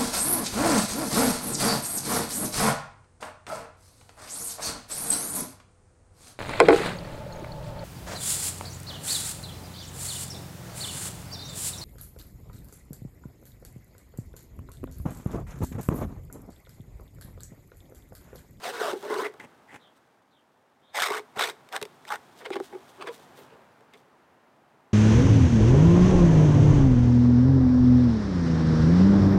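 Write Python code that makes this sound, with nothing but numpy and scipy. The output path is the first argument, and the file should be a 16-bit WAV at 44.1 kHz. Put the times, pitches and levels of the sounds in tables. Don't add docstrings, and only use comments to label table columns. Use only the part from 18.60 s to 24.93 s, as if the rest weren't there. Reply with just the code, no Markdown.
import sys
import numpy as np
from scipy import signal
from scipy.fft import rfft, irfft
from scipy.io import wavfile
from scipy.ndimage import uniform_filter1d

SR = 44100
rng = np.random.default_rng(int(sys.argv[2]) if len(sys.argv) > 2 else 0)


def digitize_waveform(pressure):
    field = np.atleast_2d(pressure).T
    bounded = np.clip(field, -1, 1)
    quanta = np.round(bounded * 32767).astype(np.int16)
    wavfile.write(sys.argv[1], SR, quanta)


N = 279153
TIME_S = np.arange(N) / SR

# time_s, level_db
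RUMBLE_LEVEL = [(0, -48.5), (.9, -56), (1.7, -63.5), (2.2, -63), (2.7, -56), (4.85, -52), (5.25, -57.5),
                (6.33, -60)]
CRINKLE_LEVEL = [(0.0, -55.5), (0.49, -52), (0.63, -68), (0.81, -68.5), (1.69, -77.5), (2.29, -78),
                 (2.45, -69), (2.89, -68), (4.05, -61), (4.67, -63), (4.95, -73), (5.61, -79.5),
                 (6.33, -80.5)]
# freq_hz, density_db
RUMBLE_SPECTRUM = [(15, -73), (25, -56), (80, -9), (114, -6), (137, -0.5), (170, -4.5), (263, 0.5),
                   (309, -4), (344, -2), (531, -3.5), (818, -1), (1650, -9), (3520, -23), (6210, -29.5),
                   (16000, -38)]
CRINKLE_SPECTRUM = [(880, -19), (1500, -8), (2460, -12.5), (3410, -5), (4330, -11), (9470, -14.5),
                    (11300, -20.5), (13500, -17), (16000, -26.5)]
MUD_SPECTRUM = [(53, -39), (90, -5), (402, -2.5), (721, -4), (876, 2), (1140, -11), (1950, -3), (4650, -27),
                (7820, -22.5), (16000, -39)]
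SCOOP_GRIT = [(1500, -15.5), (2100, 0.5), (2900, 0.5), (4030, -0.5), (7050, -9), (8560, -7), (11400, -17),
              (13500, -12), (16000, -23)]
SCRAPE_GRIT = [(1500, -16.5), (2100, 3), (2700, 0.5), (3650, 0.5), (4400, -4), (5500, -5.5), (6990, -9),
               (8500, -6), (10200, -16), (13900, -13), (16000, -28.5)]
GRIP_GRIT = [(1500, -25), (2100, 4.5), (2900, 3), (3900, -1), (6660, -18.5), (8850, -13.5), (10000, -24),
             (13500, -29), (16000, -24)]
# start_s, length_s, start_hz, end_hz, level_db
CHIRPS = [(1.192, 0.093, 3920, 3220, -63), (1.7, 0.11, 4170, 3060, -70.5), (2.21, 0.13, 3420, 3620, -68)]
# time_s, level_db
BRUSHES = [(1.37, -68), (3.79, -54.5), (4.047, -51), (4.295, -57), (4.543, -52), (4.63, -60),
           (4.783, -56.5), (4.84, -64.5), (5.38, -65.5)]
THUDS = [(0.852, -38), (1.158, -52), (2.414, -37), (2.51, -38), (2.769, -29), (3.223, -30.5)]
# snap_s, swell_s, level_db, pocket_db
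TEARS = [(0.816, 0.02, -48, -42), (.848, 0.019, -49, -58), (1.16, 0.084, -44.5, -53.5)]

# freq_hz, width_hz, level_db
DECK_MODES = [(88.4, 20, -27), (131, 67, 2.5), (219, 23, 8.5)]
BLADE_MODES = [(3492, 90, -3), (3654, 80, -5), (3771, 60, 0), (5184, 70, -3), (8200, 200, -8),
               (9250, 80, -3)]
WALL_MODES = [(557, 40, -4), (722, 45, 2), (815, 60, 1), (940, 80, -1), (1129, 60, -1), (1392, 60, 0),
              (1554, 55, -2), (1739, 60, -2), (1917, 55, -2), (2094, 55, -4), (2348, 65, -3),
              (2466, 70, -6)]
# freq_hz, density_db
DAMPED_WALL = [(520, -1.5), (750, 0), (1050, 4), (1500, 8), (2100, 3), (2500, -5.5)]
# time_s, pitch_hz
HOLLOW_PITCH = [(.17, 467), (.35, 395), (.48, 414), (.6, 431), (2.55, 428), (3.86, 444), (3.91, 384),
                (4.4, 393), (4.49, 467), (4.8, 452)]
# pitch_ratio, width_hz, level_db
HOLLOW_MODES = [(.7, 70, -16), (.88, 32, -4), (1, 24, 0), (1.15, 40, -11), (1.28, 45, -11), (2.07, 50, -14)]

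# start_s, length_s, wall_db, hollow_db, grit_db, gap_start_hz, gap_end_hz
SCOOPS = [(.04, 0.063, -32.5, -37.5, -40, 603, 814), (.135, 0.13, -35.5, -35.5, -45.5, 1390, 1700),
          (.205, .11, -29, -36, -40, 793, 544), (.325, 0.025, -41, -29, -58, 570, 530),
          (.435, .06, -39.5, -34, -53.5, 602, 590), (.503, 0.069, -31.5, -29, -46, 1100, 940),
          (.58, 0.044, -30, -26.5, -42.5, 940, 1080), (.645, .018, -30.5, -30, -45, 1730, 2170)]
SCRAPES = [(2.355, 0.055, -26.5, -53, -30.5, 840, 745), (2.421, 0.02, -23.5, -47, -26, 1560, 1380),
           (2.447, 0.026, -26.5, -45, -28.5, 1370, 1130), (2.485, 0.1, -29.5, -35.5, -36.5, 1160, 1140),
           (2.768, 0.033, -34, -35.5, -43.5, 760, 720), (2.796, 0.053, -23.5, -33.5, -28.5, 3730, 3570),
           (2.848, 0.05, -34.5, -39, -34, 900, 930), (3.131, 0.016, -33, -46, -42.5, 716, 740),
           (3.153, 0.011, -27.5, -49, -37, 750, 814), (3.481, 0.01, -44.5, -56, -42, 830, 840),
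           (3.509, 0.034, -26.5, -45.5, -38, 845, 826)]
# start_s, length_s, wall_db, hollow_db, grit_db
GRIPS_AND_TICK = [(3.81, 0.016, -43, -49, -57), (3.857, 0.0047, -31, -35, -42),
                  (3.929, 0.01, -36.5, -36, -39.5), (3.961, 0.0057, -33.5, -32, -44.5),
                  (4.128, 0.025, -46, -36.5, -62), (4.392, 0.045, -48, -41, -71),
                  (4.418, 0.0072, -33.5, -48, -43), (4.474, 0.011, -31, -32.5, -43),
                  (4.78, 0.013, -57, -44.5, -57), (4.9, 0.044, -69, -53, -67.5),
                  (5.34, 0.0084, -52, -57.5, -58)]
# start_s, wall_db, hollow_db, grit_db
KNOCKS = [(0.209, -19, -21.5, -42), (0.332, -49, -20, -45), (0.427, -47, -33, -45),
          (0.501, -46, -22.5, -43), (0.542, -34, -35, -37.5), (0.739, -4, -44, -55), (0.799, -47, -57, -51),
          (2.352, -24, -67, -54), (2.388, -16, -53, -34), (2.402, -21, -48, -26), (2.421, -14, -39, -22.5),
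          (2.441, -25, -52, -27), (2.503, -34, -27, -46), (2.764, -15, -42, -53), (2.793, -21, -44, -30.5),
          (3.089, -51, -59, -51), (3.126, -37, -53, -39), (3.164, -30, -48, -31),
          (3.215, -33, -29.5, -35.5), (3.227, -29.5, -31, -30), (3.253, -40, -37, -43),
          (3.452, -40, -56, -50), (3.557, -28, -65, -40), (3.904, -27, -22, -44.5), (3.957, -22, -22, -42),
          (4.001, -24, -21.5, -47), (4.472, -20, -42, -46), (5.208, -50, -52, -64), (5.337, -50, -60, -54)]
# attack_s, release_s, fade_db, hollow_swell_db
SCOOP_SHAPE, SCRAPE_SHAPE, GRIP_SHAPE = (.011, .015, 1, 2), (.0065, .011, 1.5, 3), (.007, .01, 1.5, 3)
# start_s, length_s, start_hz, end_hz, level_db
GLOVE_SQUEAK = (4.756, .078, 14500, 13000, -64)
BARE_BLADE_DB = -23


def from_db(db):
    return 10 ** (np.asarray(db) / 20)


def unit_rms(x):
    return x / np.sqrt(np.mean(x ** 2) + 1e-20)


def drift(rate_hz):
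    knots = rng.standard_normal(N // 20)
    return np.interp(TIME_S * rate_hz, np.arange(len(knots)), knots)


def curve(points):
    return np.interp(TIME_S, *np.transpose(points))


def envelope(start_s, length_s, attack_s, release_s, tilt_db):
    early_s, late_s = np.maximum(start_s - TIME_S, 0), np.maximum(TIME_S - start_s - length_s, 0)
    progress = np.clip((TIME_S - start_s) / max(length_s, 1 / SR), 0, 1)
    edges = np.minimum(early_s / attack_s + late_s / release_s, 20)
    return from_db(tilt_db * (progress - .5)) * np.exp(-edges)


def high_pass(x, hz):
    return signal.sosfilt(signal.butter(2, hz, "high", fs=SR, output="sos"), x)


def soften(x, hz):
    return signal.sosfilt(signal.butter(1, min(hz, 12000), fs=SR, output="sos"), x)


def convolve(x, response):
    return signal.oaconvolve(x, response / np.linalg.norm(response))[:N]


def colour(x, spectrum):
    size = 4096
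    hz, density_db = np.transpose(spectrum)
    bin_oct, knot_oct = np.log2(np.maximum(np.arange(size // 2 + 1), .5) * SR / size), np.log2(hz)
    outside_oct = np.minimum(abs(bin_oct - np.clip(bin_oct, knot_oct[0], knot_oct[-1])), 2)
    gain = from_db(np.interp(bin_oct, knot_oct, density_db) - 35.1 * outside_oct)
    causal_cepstrum = 2 * irfft(np.log(gain)) * (np.arange(size) < size // 2)
    return convolve(x, irfft(np.exp(rfft(causal_cepstrum))))


def resonate(x, modes):
    t = TIME_S[:SR // 8]
    return convolve(x, sum(from_db(db) * width_hz * np.exp(-np.pi * width_hz * t)
                           * np.cos(2 * np.pi * hz * t) for hz, width_hz, db in modes))


def gliding_mode(x, hz, pole):
    turn = np.exp(2j * np.pi * np.cumsum(hz) / SR)
    return (turn * signal.lfilter([1], [1, -pole], x / turn)).imag


def echoes(x, t60_s, delay_s):
    t = TIME_S[:SR // 2]
    return convolve(x, rng.standard_normal(len(t)) * from_db(-60 * t / t60_s) * (t > delay_s))


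def friction(slips_per_s, spread_db, smooth_db, judder_db, judder_hz):
    sizes = from_db(spread_db * np.minimum(rng.exponential(1, N), 3.5)) * rng.choice([-1, 1], N)
    clicks = unit_rms(sizes * (rng.random(N) < slips_per_s / SR))
    slide = from_db(smooth_db) * rng.standard_normal(N)
    slips = (clicks + slide) * from_db(judder_db * drift(judder_hz))
    return slips / np.sqrt(uniform_filter1d(slips ** 2, size=900) + 1e-9)


def rumble():
    return from_db(curve(RUMBLE_LEVEL) - 1.38) * colour(rng.standard_normal(N), RUMBLE_SPECTRUM)


def bird():
    calls, warble_hz = np.zeros(N), 280 * drift(rate_hz=800)
    for start_s, length_s, start_hz, end_hz, db in CHIRPS:
        progress = np.clip((TIME_S - start_s) / length_s, 0, 1)
        hz = end_hz + (start_hz - end_hz) * (1 - progress) ** 2 + warble_hz
        arch = np.sqrt(progress * (1 - progress))
        calls += from_db(db) * arch * np.sin(2 * np.pi * np.cumsum(hz) / SR)
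    return from_db(9.5) * echoes(calls, t60_s=.17, delay_s=.001)


def rustle():
    crinkle = friction(slips_per_s=900, spread_db=3.5, smooth_db=0, judder_db=8, judder_hz=40)
    brushes = sum(from_db(db) * envelope(time_s, 0, attack_s=.029, release_s=.034, tilt_db=0)
                  for time_s, db in BRUSHES)
    return np.maximum(from_db(curve(CRINKLE_LEVEL) - 2.5), brushes) * colour(crinkle, CRINKLE_SPECTRUM)


def deck_thuds():
    pushes = np.zeros(N)
    for time_s, db in THUDS:
        pushes[round(time_s * SR)] = from_db(db + 14.5)
    return high_pass(soften(resonate(pushes, DECK_MODES), hz=236), hz=80.5)


def mud(rise_db_per_s=244):
    pops = friction(slips_per_s=770, spread_db=3, smooth_db=6.5, judder_db=3.5, judder_hz=660)
    tearing = 0
    for snap_s, swell_s, db, _ in TEARS:
        rise_db = rise_db_per_s * swell_s
        swell = envelope(snap_s - swell_s, swell_s, attack_s=.002, release_s=.0096, tilt_db=rise_db)
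        tearing += from_db(db - rise_db / 2) * swell
    return from_db(1.8) * tearing * colour(pops, MUD_SPECTRUM)


def gap_rings(q=16.7, overhang_s=.017, pocket_glide_hz=(1930, 2070)):
    slips = friction(slips_per_s=900, spread_db=4.5, smooth_db=-14.5, judder_db=2.5, judder_hz=200)
    gaps = [(start_s - overhang_s, length_s + 2 * overhang_s, start_hz, end_hz, wall_db + share_db)
            for rows, share_db in ((SCOOPS, -4.5), (SCRAPES, -8))
            for start_s, length_s, wall_db, _, _, start_hz, end_hz in rows]
    pockets = [(snap_s - swell_s, swell_s, *pocket_glide_hz, db) for snap_s, swell_s, _, db in TEARS]
    out = np.zeros(N)
    for start_s, length_s, start_hz, end_hz, db in gaps + pockets + [GLOVE_SQUEAK]:
        at, size = max(round(start_s * SR), 0), round(length_s * SR)
        pole = np.exp(-np.pi * start_hz / q / SR)
        ring = gliding_mode(slips[at:at + size], np.linspace(start_hz, end_hz, size), pole)
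        arch = np.sin(np.linspace(0, np.pi, size))
        out[at:at + size] += from_db(db) * unit_rms(high_pass(ring, start_hz / 2)) * arch
    return out


def grit(push, spectrum, blade_db):
    return colour(push + from_db(blade_db) * resonate(push, BLADE_MODES), spectrum)


def hollow(push):
    pitch_hz = curve(HOLLOW_PITCH)
    boom, power = 0, 0
    for k, (ratio, width_hz, db) in enumerate(HOLLOW_MODES):
        pole = np.exp(-np.pi * width_hz / SR)
        gain = from_db(db) * (1 - pole)
        boom += (-1) ** k * gain * gliding_mode(push, ratio * pitch_hz, pole)
        power += gain ** 2 / (1 - pole ** 2) / 2
    return high_pass(boom / np.sqrt(power), hz=240)


def plastic_wall(push):
    ringing = high_pass(resonate(push, WALL_MODES), hz=445)
    return from_db(-10) * ringing + from_db(-2) * colour(push, DAMPED_WALL)


def moving_contact(slips, reflection=.5):
    lag_s = .000616 * np.exp(.34 * drift(rate_hz=35))
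    returned = np.interp(TIME_S - lag_s, TIME_S, slips)
    return (slips - reflection * returned) / np.sqrt(1 + reflection ** 2)


def knocks(crunch_db=2, crunch_s=.0028):
    pushes, t = np.zeros((3, N)), TIME_S[:SR // 40]
    click = 1.0 * (t == 0)
    for start_s, *levels_db in KNOCKS:
        wall, air, sand = from_db(levels_db)
        grains = rng.standard_normal(len(t)) * np.exp(-t / crunch_s)
        hit = click + from_db(crunch_db) * grains / np.linalg.norm(grains)
        at = round(start_s * SR)
        pushes[:, at:at + len(t)] += [wall * soften(hit, 12000 * sand / wall), air * click, sand * hit]
    on_wall, on_hollow, on_grit = pushes
    crunch = grit(on_grit, SCRAPE_GRIT, BARE_BLADE_DB)
    return np.array([from_db(10.5) * on_wall, from_db(23.5) * on_hollow, from_db(16.5) * crunch])


def pressures(rows, shape, hollow_release_s=.017):
    attack_s, release_s, fade_db, swell_db = shape
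    drive = np.zeros((3, N))
    for start_s, length_s, wall_db, hollow_db, grit_db, *_ in rows:
        edge = envelope(start_s, length_s, attack_s, release_s, -fade_db)
        weight = envelope(start_s, length_s, attack_s, hollow_release_s, swell_db)
        stroke = [from_db(wall_db) * edge, from_db(hollow_db) * weight, from_db(grit_db) * edge]
        drive = np.maximum(drive, stroke)
    return drive


def strokes(rows, shape, slips, spectrum, soft_hz, wall_db, hollow_db, grit_db, blade_db):
    wall, air, sand = pressures(rows, shape)
    rasp = moving_contact(slips)
    return np.array([from_db(wall_db) * soften(wall * rasp, soft_hz),
                     from_db(hollow_db) * air * slips,
                     from_db(grit_db) * grit(sand * rasp, spectrum, blade_db)])


def pot():
    wet = friction(slips_per_s=1100, spread_db=0, smooth_db=.5, judder_db=-1, judder_hz=99)
    bare = friction(slips_per_s=1400, spread_db=3.2, smooth_db=-4, judder_db=3.2, judder_hz=210)
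    rubber = friction(slips_per_s=470, spread_db=.5, smooth_db=1, judder_db=-3.5, judder_hz=160)
    scoops = strokes(SCOOPS, SCOOP_SHAPE, wet, SCOOP_GRIT,
                     soft_hz=1420, wall_db=-2.5, hollow_db=-2, grit_db=0, blade_db=-27)
    scrapes = strokes(SCRAPES, SCRAPE_SHAPE, bare, SCRAPE_GRIT,
                      soft_hz=5040, wall_db=-4, hollow_db=-2, grit_db=-4, blade_db=BARE_BLADE_DB)
    grips_and_tick = strokes(GRIPS_AND_TICK, GRIP_SHAPE, rubber, GRIP_GRIT,
                             soft_hz=1940, wall_db=-2.2, hollow_db=0, grit_db=.5, blade_db=-52)
    on_wall, on_hollow, crunch = scoops + scrapes + grips_and_tick + knocks()
    return plastic_wall(on_wall) + hollow(on_hollow) + crunch


def scene():
    near = pot() + gap_rings() + deck_thuds() + mud() + rustle()
    background = rumble()
    deck_echo = from_db(-19) * echoes(near, t60_s=.07, delay_s=.002)
    wall_echo = from_db(-24) * echoes(near, t60_s=.35, delay_s=.012)
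    return (near + background + deck_echo + wall_echo + bird())[None]


def record(dry):
    cutoff_hz = 15900
    return signal.sosfilt(signal.ellip(10, .2, 70, cutoff_hz, fs=SR, output="sos"), dry)


dry = scene()
out = record(dry)
digitize_waveform(out)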